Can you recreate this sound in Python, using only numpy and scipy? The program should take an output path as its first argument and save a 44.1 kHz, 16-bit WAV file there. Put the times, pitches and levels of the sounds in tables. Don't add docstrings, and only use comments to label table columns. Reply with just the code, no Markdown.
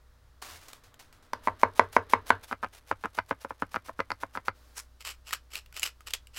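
import sys
import numpy as np
from scipy import signal
from scipy.fft import rfft, irfft
from scipy.io import wavfile
from scipy.ndimage import uniform_filter1d, map_coordinates

SR = 44100
rng = np.random.default_rng(int(sys.argv[2]) if len(sys.argv) > 2 else 0)


def to_wav(sig):
    pcm = np.clip(np.atleast_2d(sig), -1, 1) * 32767
    pcm = np.round(pcm).astype(np.int16)
    wavfile.write(sys.argv[1], SR, pcm.T)


N = 281358


def amp(db):
    return 10 ** (np.asarray(db) / 20)


def unit(x):
    return x / np.sqrt(np.mean(x ** 2) + 1e-20)


def clock(size):
    return np.arange(size) / SR


def along(points, hz):
    freqs, values = np.transpose(points)
    return np.interp(np.log(hz + 1), np.log(freqs + 1), values)


def fader(rows):
    return amp(np.interp(clock(N), *np.transpose(rows), left=-120, right=-120))


def swell(start, rise, hold, release, db):
    times = start + np.cumsum(np.abs([0, rise, hold, release]))
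    return fader(list(zip(times, [db - 20, db, db, db - 30])))


def add(track, s, sound):
    part = track[round(s * SR):][:len(sound)]
    part += sound[:len(part)]


def colour(x, spectrum, size=4096):
    cepstrum = irfft(np.log(amp(along(spectrum, np.fft.rfftfreq(size, 1 / SR)))))
    cepstrum[1:size // 2] *= 2
    cepstrum[size // 2 + 1:] = 0
    impulse = irfft(np.exp(rfft(cepstrum)))
    return signal.fftconvolve(x, impulse)[:len(x)]


def grains(spectrum, per_s, spread_db, clump_db):
    onsets = rng.random(N) < per_s / SR
    cracks = onsets * rng.standard_normal(N) * amp(spread_db * rng.standard_normal(N))
    clumps = map_coordinates(rng.standard_normal(N), [clock(N) * 250], order=1)
    return unit(colour(cracks * amp(clump_db * clumps), spectrum))


def snap(spectrum, t60):
    t = clock(SR // 20)
    burst = colour(rng.standard_normal(len(t)) * amp(-60 * t / t60), spectrum)
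    return burst / np.abs(burst).max()


# f/Hz, level/dB
AIR_EQ = [(60, -6.5), (120, 0.5), (180, -9.5), (270, -1.5), (400, -5), (580, -5), (800, -6.5), (1150, -3.5),
          (1800, -7.5), (2500, -17), (4000, -16), (8000, -42.5)]
HISS_EQ = [(500, -25.5), (2500, -3), (5000, 0), (8000, -6), (15500, -8)]
RUMBLE_EQ = [(10, -7), (26, 0.5), (45, -9), (95, -7.5), (140, -16.5), (300, -49.5), (1000, -100)]
# f/Hz, level/dB re the air
DRONE_TONES = [(242, -14), (484.5, -14.5), (608, -13.5)]
# t/s, then level/dB of air, hiss, hum, rumble
BED_MIX = [(0, -70, -75, -61.5, -62), (.45, -65.5, -77, -78, -61.5), (1.35, -60.5, -80, -64, -60),
           (2.45, -68.5, -82, -63.5, -64), (4.54, -66, -67.5, -59, -66), (4.85, -70.5, -74, -58, -62)]

def room_bed(mains_hz=60, blend_s=0.04):
    t = clock(N)
    starts, *levels_db = np.transpose(BED_MIX)
    cue = np.searchsorted(starts[1:], t)
    blend = round(blend_s * SR)
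    air, hiss, hum, rumble = [amp(uniform_filter1d(db[cue], size=blend)) for db in levels_db]
    noise = lambda spectrum: unit(colour(rng.standard_normal(N), spectrum))
    tone = lambda hz: unit(np.sin(2 * np.pi * hz * t))
    drone = sum(amp(db) * tone(hz) for hz, db in DRONE_TONES)
    room_tone = air * (noise(AIR_EQ) + drone)
    return hum * tone(mains_hz) + room_tone + hiss * noise(HISS_EQ) + rumble * noise(RUMBLE_EQ)


# t/s, hold/s, level/dB
RUSTLES = [(.416, 0.011, -44), (0.446, .11, -49), (.61, 0.052, -56.5), (0.681, .008, -52),
           (0.737, 0.0073, -57.5), (0.834, 0.0065, -57.5), (0.991, .01, -53), (1.124, .004, -59),
           (1.223, 0.0065, -61.5)]
# t/s, peak level/dB
PAPER_SNAPS = [(0.424, -27.5), (.684, -33), (.732, -31), (0.942, -41), (0.998, -37), (1.127, -43.5)]
# f/Hz, level/dB
PAPER_EQ = [(150, -38), (250, -8), (525, -5.5), (755, -3.5), (1120, -2), (1360, -1.5), (2060, -4.5),
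            (5690, -7), (15500, -16)]
# t/s, level/dB before the thud's gain
SANDWICH_THUMP = [(0.492, -49)]

def paper():
    rustles = [swell(s, rise=0.0033, hold=hold, release=0.12, db=db) for s, hold, db in RUSTLES]
    strain = sum(rustle ** 2 for rustle in rustles) ** 0.5
    out = strain * grains(PAPER_EQ, per_s=18000, spread_db=2, clump_db=1.3)
    for s, db in PAPER_SNAPS:
        add(out, s, amp(db) * snap(PAPER_EQ, t60=0.018))
    thump = worktop(SANDWICH_THUMP, hz=79.4, gain_db=10, t60=0.32, rise_s=0.054)
    return out + kitchen(out, wet_db=-15, decay_scale=0.8, predelay_s=0.0054) + thump


# f/Hz, t60/s
KITCHEN_DECAY = [(100, .3), (400, 0.14), (1000, 0.15), (2000, 0.15), (5000, 0.17), (14000, 0.081)]

def kitchen(x, wet_db, decay_scale, predelay_s):
    hz, t, bands = signal.stft(rng.standard_normal(SR // 2), SR, nperseg=256)
    t60 = decay_scale * along(KITCHEN_DECAY, hz)[:, None]
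    tail = signal.istft(bands * amp(-60 * t / t60), SR, nperseg=256)[1]
    fade_in = np.clip(clock(len(tail)) / predelay_s - 1, 0, 1)
    response = rfft(tail * fade_in)
    band_power = np.abs(uniform_filter1d(np.abs(response) ** 2, size=120))
    tail = irfft(response / np.sqrt(band_power + 1e-12))
    return amp(wet_db) * signal.fftconvolve(x, tail[:SR // 3])[:N]


def worktop(hits, hz, gain_db, t60, rise_s):
    out, t = np.zeros(N), clock(SR // 3)
    attack = 1 - np.exp(-(t / rise_s) ** 2)
    thud = np.sin(2 * np.pi * hz * t) * amp(-60 * t / t60) * attack
    for s, db, *_ in hits:
        add(out, s, amp(db + gain_db) * thud)
    return out


# f/Hz, level/dB
LEAF_EQ = [(180, -52.5), (300, -18.5), (424, -5), (781, -1), (1090, -1.5), (4070, -5.5), (6360, -7),
           (6900, -10.5), (11000, -9), (15500, -15.5)]
# start t/s, end t/s, level/dB
SHORT_CUTS = [(2.429, 2.452, -47.5), (2.727, 2.787, -55)]

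def leaf_crunch(tap_cut_s=0.04276, bite_s=0.01, part_s=0.029, rib_lead_s=0.036, shreds_db=-71):
    cuts = [(s - tap_cut_s, s, db) for s, *_, db in TAPS]
    cuts += [(s - cut_s, s, db) for s, *_, cut_s, db in CHOPS] + SHORT_CUTS
    pressure = sum(swell(start - bite_s / 3, bite_s, end - start - bite_s, part_s, db)
                   for start, end, db in cuts)
    crunch = pressure * grains(LEAF_EQ, per_s=11000, spread_db=3, clump_db=2.8)
    for s, *_, db in TAPS:
        add(crunch, s - rib_lead_s, amp(db + 7.5) * snap(LEAF_EQ, t60=0.018))
    shred_gain = fader([(TAPS[0][0], shreds_db), (CHOPS[-1][0], shreds_db)])
    shreds = shred_gain * grains(LEAF_EQ, per_s=2500, spread_db=3, clump_db=4)
    return crunch + shreds + kitchen(crunch, wet_db=-24, decay_scale=1.0, predelay_s=0.0039)


def board_ring(modes, contact_s, low_cut_hz, vary_db, hardness):
    t = clock(SR // 10)
    wave = np.zeros(len(t))
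    for hz, db, t60 in modes:
        mode_db = db + hardness * np.log2(max(hz / 1000, 1)) + vary_db * rng.standard_normal()
        wave += amp(mode_db - 60 * t / t60) * np.sin(2 * np.pi * hz * t)
    attack = 1 - np.exp(-t / contact_s)
    low_cut = signal.butter(3, low_cut_hz, "high", fs=SR, output="sos")
    wave = signal.sosfilt(low_cut, wave * attack)
    return wave / np.abs(wave).max()


def knife_hits(hits, modes, contact_s, low_cut_hz, click_t60):
    click_eq = [(500, -36), (2500, 4.5), (5000, 9.5), (8000, -3.5), (15000, -10)]
    out = np.zeros(N)
    for s, db, click_db, hardness, *_ in hits:
        add(out, s, amp(db) * board_ring(modes, contact_s, low_cut_hz, vary_db=2.66, hardness=hardness))
        add(out, s, amp(db + click_db) * snap(click_eq, click_t60))
    return out


# t/s, peak level/dB, click level/dB re peak, hardness/dB per octave, crunch level/dB
TAPS = [(1.3332, -17.5, -12.5, -0.5, -79), (1.4731, -10.5, -23.5, -4.5, -57.5),
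        (1.4828, -14, -31, -4, -62.5), (1.633, -2, -25.5, -2, -51), (1.7948, -1, -19.5, -0.5, -49.5),
        (1.9654, -3, -22.5, -3, -45.5), (2.1352, -2.5, -23.5, 2.5, -46), (2.304, -1.5, -20.5, 5, -46.5)]
# f/Hz, level/dB, t60/s
TAP_MODES = [(280.6, -15.5, 0.023), (475.2, -10, 0.017), (633, -6.5, 0.016), (717.4, -12.5, 0.027),
             (945, 2, 0.014), (1016, -4, 0.014), (1510, -5, 0.012), (1987, -5.5, 0.013),
             (2146, -12.5, 0.017), (3720, -29, 0.0093)]
# f/Hz, level/dB
BOARD_SEND_EQ = [(150, -7.5), (450, 8), (750, -3.5), (980, -2), (1300, 3.5), (1700, 3.5), (2300, -3.5),
                 (3000, 4), (3900, 1.5), (6000, -2.5)]

def firm_taps():
    knocks = knife_hits(TAPS, TAP_MODES, contact_s=0.00097, low_cut_hz=232, click_t60=0.011)
    tail = kitchen(colour(knocks, BOARD_SEND_EQ), wet_db=-13.5, decay_scale=0.94, predelay_s=0.0028)
    return knocks + tail + worktop(TAPS, hz=95.3, gain_db=-22.5, t60=0.17, rise_s=0.035)


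# t/s, peak level/dB, click level/dB re peak, hardness/dB per octave,
# lead of the edge's first touch/s, time in the leaves/s, crunch level/dB
CHOPS = [(2.5277, -16, -30, 3.5, 0.015, 0.055, -54), (2.6451, -18, -37, 3.5, 0.016, 0.021, -56),
         (2.9139, -9.5, -25, -13, 0.0026, .045, -55.5), (3.0567, -17, -22.5, 3.5, 0.018, 0.05, -61),
         (3.1877, -11, -27, 6.5, 0.01, .045, -52), (3.3105, -12, -38, -8, 0, 0.029, -54.5),
         (3.4483, -21.5, -24, -12, 0.0017, 0.047, -55), (3.5072, -21.5, -42, -20, 0.0005, 0.018, -58.5),
         (3.6229, -12.5, -42, -2, 0, 0.03, -56), (3.7606, -15, -21, 8, 0.017, 0.05, -54.5),
         (3.895, -24.5, -42, -43, 0.01, 0.049, -54), (4.0035, -15.5, -20.5, 8.5, .011, 0.021, -58),
         (4.1174, -16, -17.5, 9, 0.013, .022, -59), (4.2344, -16.5, -24, -4, 0.0056, .035, -52),
         (4.3738, -18.5, -23.5, 5, 0.021, .043, -55.5), (4.483, -11, -26, 6, 0.0019, 0.033, -52)]
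# f/Hz, level/dB, t60/s
CHOP_MODES = [(287, -10.5, 0.042), (470, -23.5, 0.026), (548, -10.5, 0.034), (671, -11, 0.038),
              (908, -3.5, 0.016), (1020, 5, 0.013), (1314, 12.5, 0.0067), (1530, -8, 0.0098),
              (2036, -9, 0.019), (2267, -16.5, 0.013), (4480, -17.5, 0.0052)]

def light_chops(rocked_lead_s=0.012, tip_db=-5, skid_db=-20, skid_rise_s=0.0014, overrun_s=0.0046):
    chatter_eq = [(200, 2), (1000, -4), (2500, -4.5), (8000, -2.5)]
    friction = grains(chatter_eq, per_s=2100, spread_db=-1, clump_db=7)
    wood = board_ring(CHOP_MODES, contact_s=0.00016, low_cut_hz=230, vary_db=-2, hardness=0)
    chatter = unit(signal.fftconvolve(friction, wood)[:N])
    tips, skid = [], np.zeros(N)
    for s, db, click_db, hardness, lead, *_ in CHOPS:
        touch = s - lead
        if lead > rocked_lead_s:
            tips.append((touch, db + tip_db, click_db, hardness))
        skid += swell(touch - skid_rise_s, skid_rise_s, lead + overrun_s, release=0.028, db=db + skid_db)
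    knocks = knife_hits(CHOPS + tips, CHOP_MODES, contact_s=0.00045, low_cut_hz=264, click_t60=0.0088)
    out = knocks + skid * chatter
    thuds = worktop(CHOPS, hz=95, gain_db=-26.5, t60=0.14, rise_s=0.0079)
    return out + kitchen(out, wet_db=-17, decay_scale=0.6, predelay_s=0.0014) + thuds


# t/s, level/dB
DROP_ENVELOPE = [(4.74, -76), (4.768, -47), (4.779, -37.5), (4.8, -45.5), (4.82, -56.5), (4.87, -81)]
# f/Hz, level/dB
DROP_EQ = [(240, -43.5), (400, -13.5), (715, -14.5), (784, -9), (1610, -3.5), (3850, -12), (5310, -4),
           (10600, -8.5), (15500, -19.5)]

def shreds_into_bowl():
    return fader(DROP_ENVELOPE) * grains(DROP_EQ, per_s=9000, spread_db=3, clump_db=2)


# t/s, rise/s, hold/s, level/dB
SLIDES = [(4.997, 0.0083, .008, -48), (5.043, 0.0081, 0.056, -38), (5.25, 0.022, .035, -48),
          (5.324, 0.0024, 0.0039, -32), (5.504, 0.041, 0.033, -41), (5.739, 0.028, 0.0073, -39),
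          (5.8, 0.038, 0.035, -39), (6.061, 0.0072, 0.032, -46), (6.333, 0.037, .03, -39)]
# t/s, peak level/dB, main ring f/Hz
RATTLES = [(5.308, -28.5, 1900), (5.33, -17.5, 1390), (5.335, -15.5, 2700), (5.555, -21, 2780),
           (5.661, -43.5, 2780), (5.726, -40, 1490), (5.766, -26, 2860), (5.796, -21.5, 7400),
           (5.831, -13.5, 2920), (5.838, -17.5, 5200), (5.863, -18, 3020), (6.007, -37.5, 1280),
           (6.107, -27, 2815), (6.1347, -27, 14400), (6.137, -12, 3290), (6.141, -22.5, 3540),
           (6.271, -39.5, 3020)]
# f/Hz, level/dB
SHAKER_EQ = [(180, -43), (300, -17.5), (450, -13), (750, -13), (1300, -5.5), (1700, -8.5), (2300, -4.5),
             (2950, 0), (3500, -10), (4400, -7), (5200, -5), (6200, -13.5), (7350, -8), (8100, -8),
             (9000, -18.5), (11500, -13), (15800, -23)]

def shaker(scatter_db=-25.5):
    slides = [swell(s, rise, hold, release=0.049, db=db) for s, rise, hold, db in SLIDES]
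    scatters = [swell(s, rise=0.00079, hold=0.0035, release=0.036, db=db + scatter_db)
                for s, db, _ in RATTLES]
    flow = sum(part ** 2 for part in slides + scatters) ** 0.5
    out = flow * grains(SHAKER_EQ, per_s=5000, spread_db=3.5, clump_db=3.5)
    for s, db, hz in RATTLES:
        spot_eq = [(hz / 5, -32), (hz / 1.23, -10), (hz, 0), (hz * 1.06, -9), (hz * 4, -22)]
        strike = snap(spot_eq, t60=0.013) + amp(-5.5) * snap(SHAKER_EQ, t60=0.0044)
        add(out, s, amp(db) * strike / np.abs(strike).max())
    return out + kitchen(out, wet_db=-13.5, decay_scale=0.85, predelay_s=0.0026)


def scene():
    knife_work = paper() + firm_taps() + light_chops() + leaf_crunch()
    mono = knife_work + shreds_into_bowl() + shaker() + room_bed()
    return np.array([mono, mono])


def record(dry):
    high_cut = signal.firwin(201, 16100, fs=SR)
    return signal.fftconvolve(dry, high_cut[None], mode="same", axes=1)


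dry = scene()
out = record(dry)
to_wav(out)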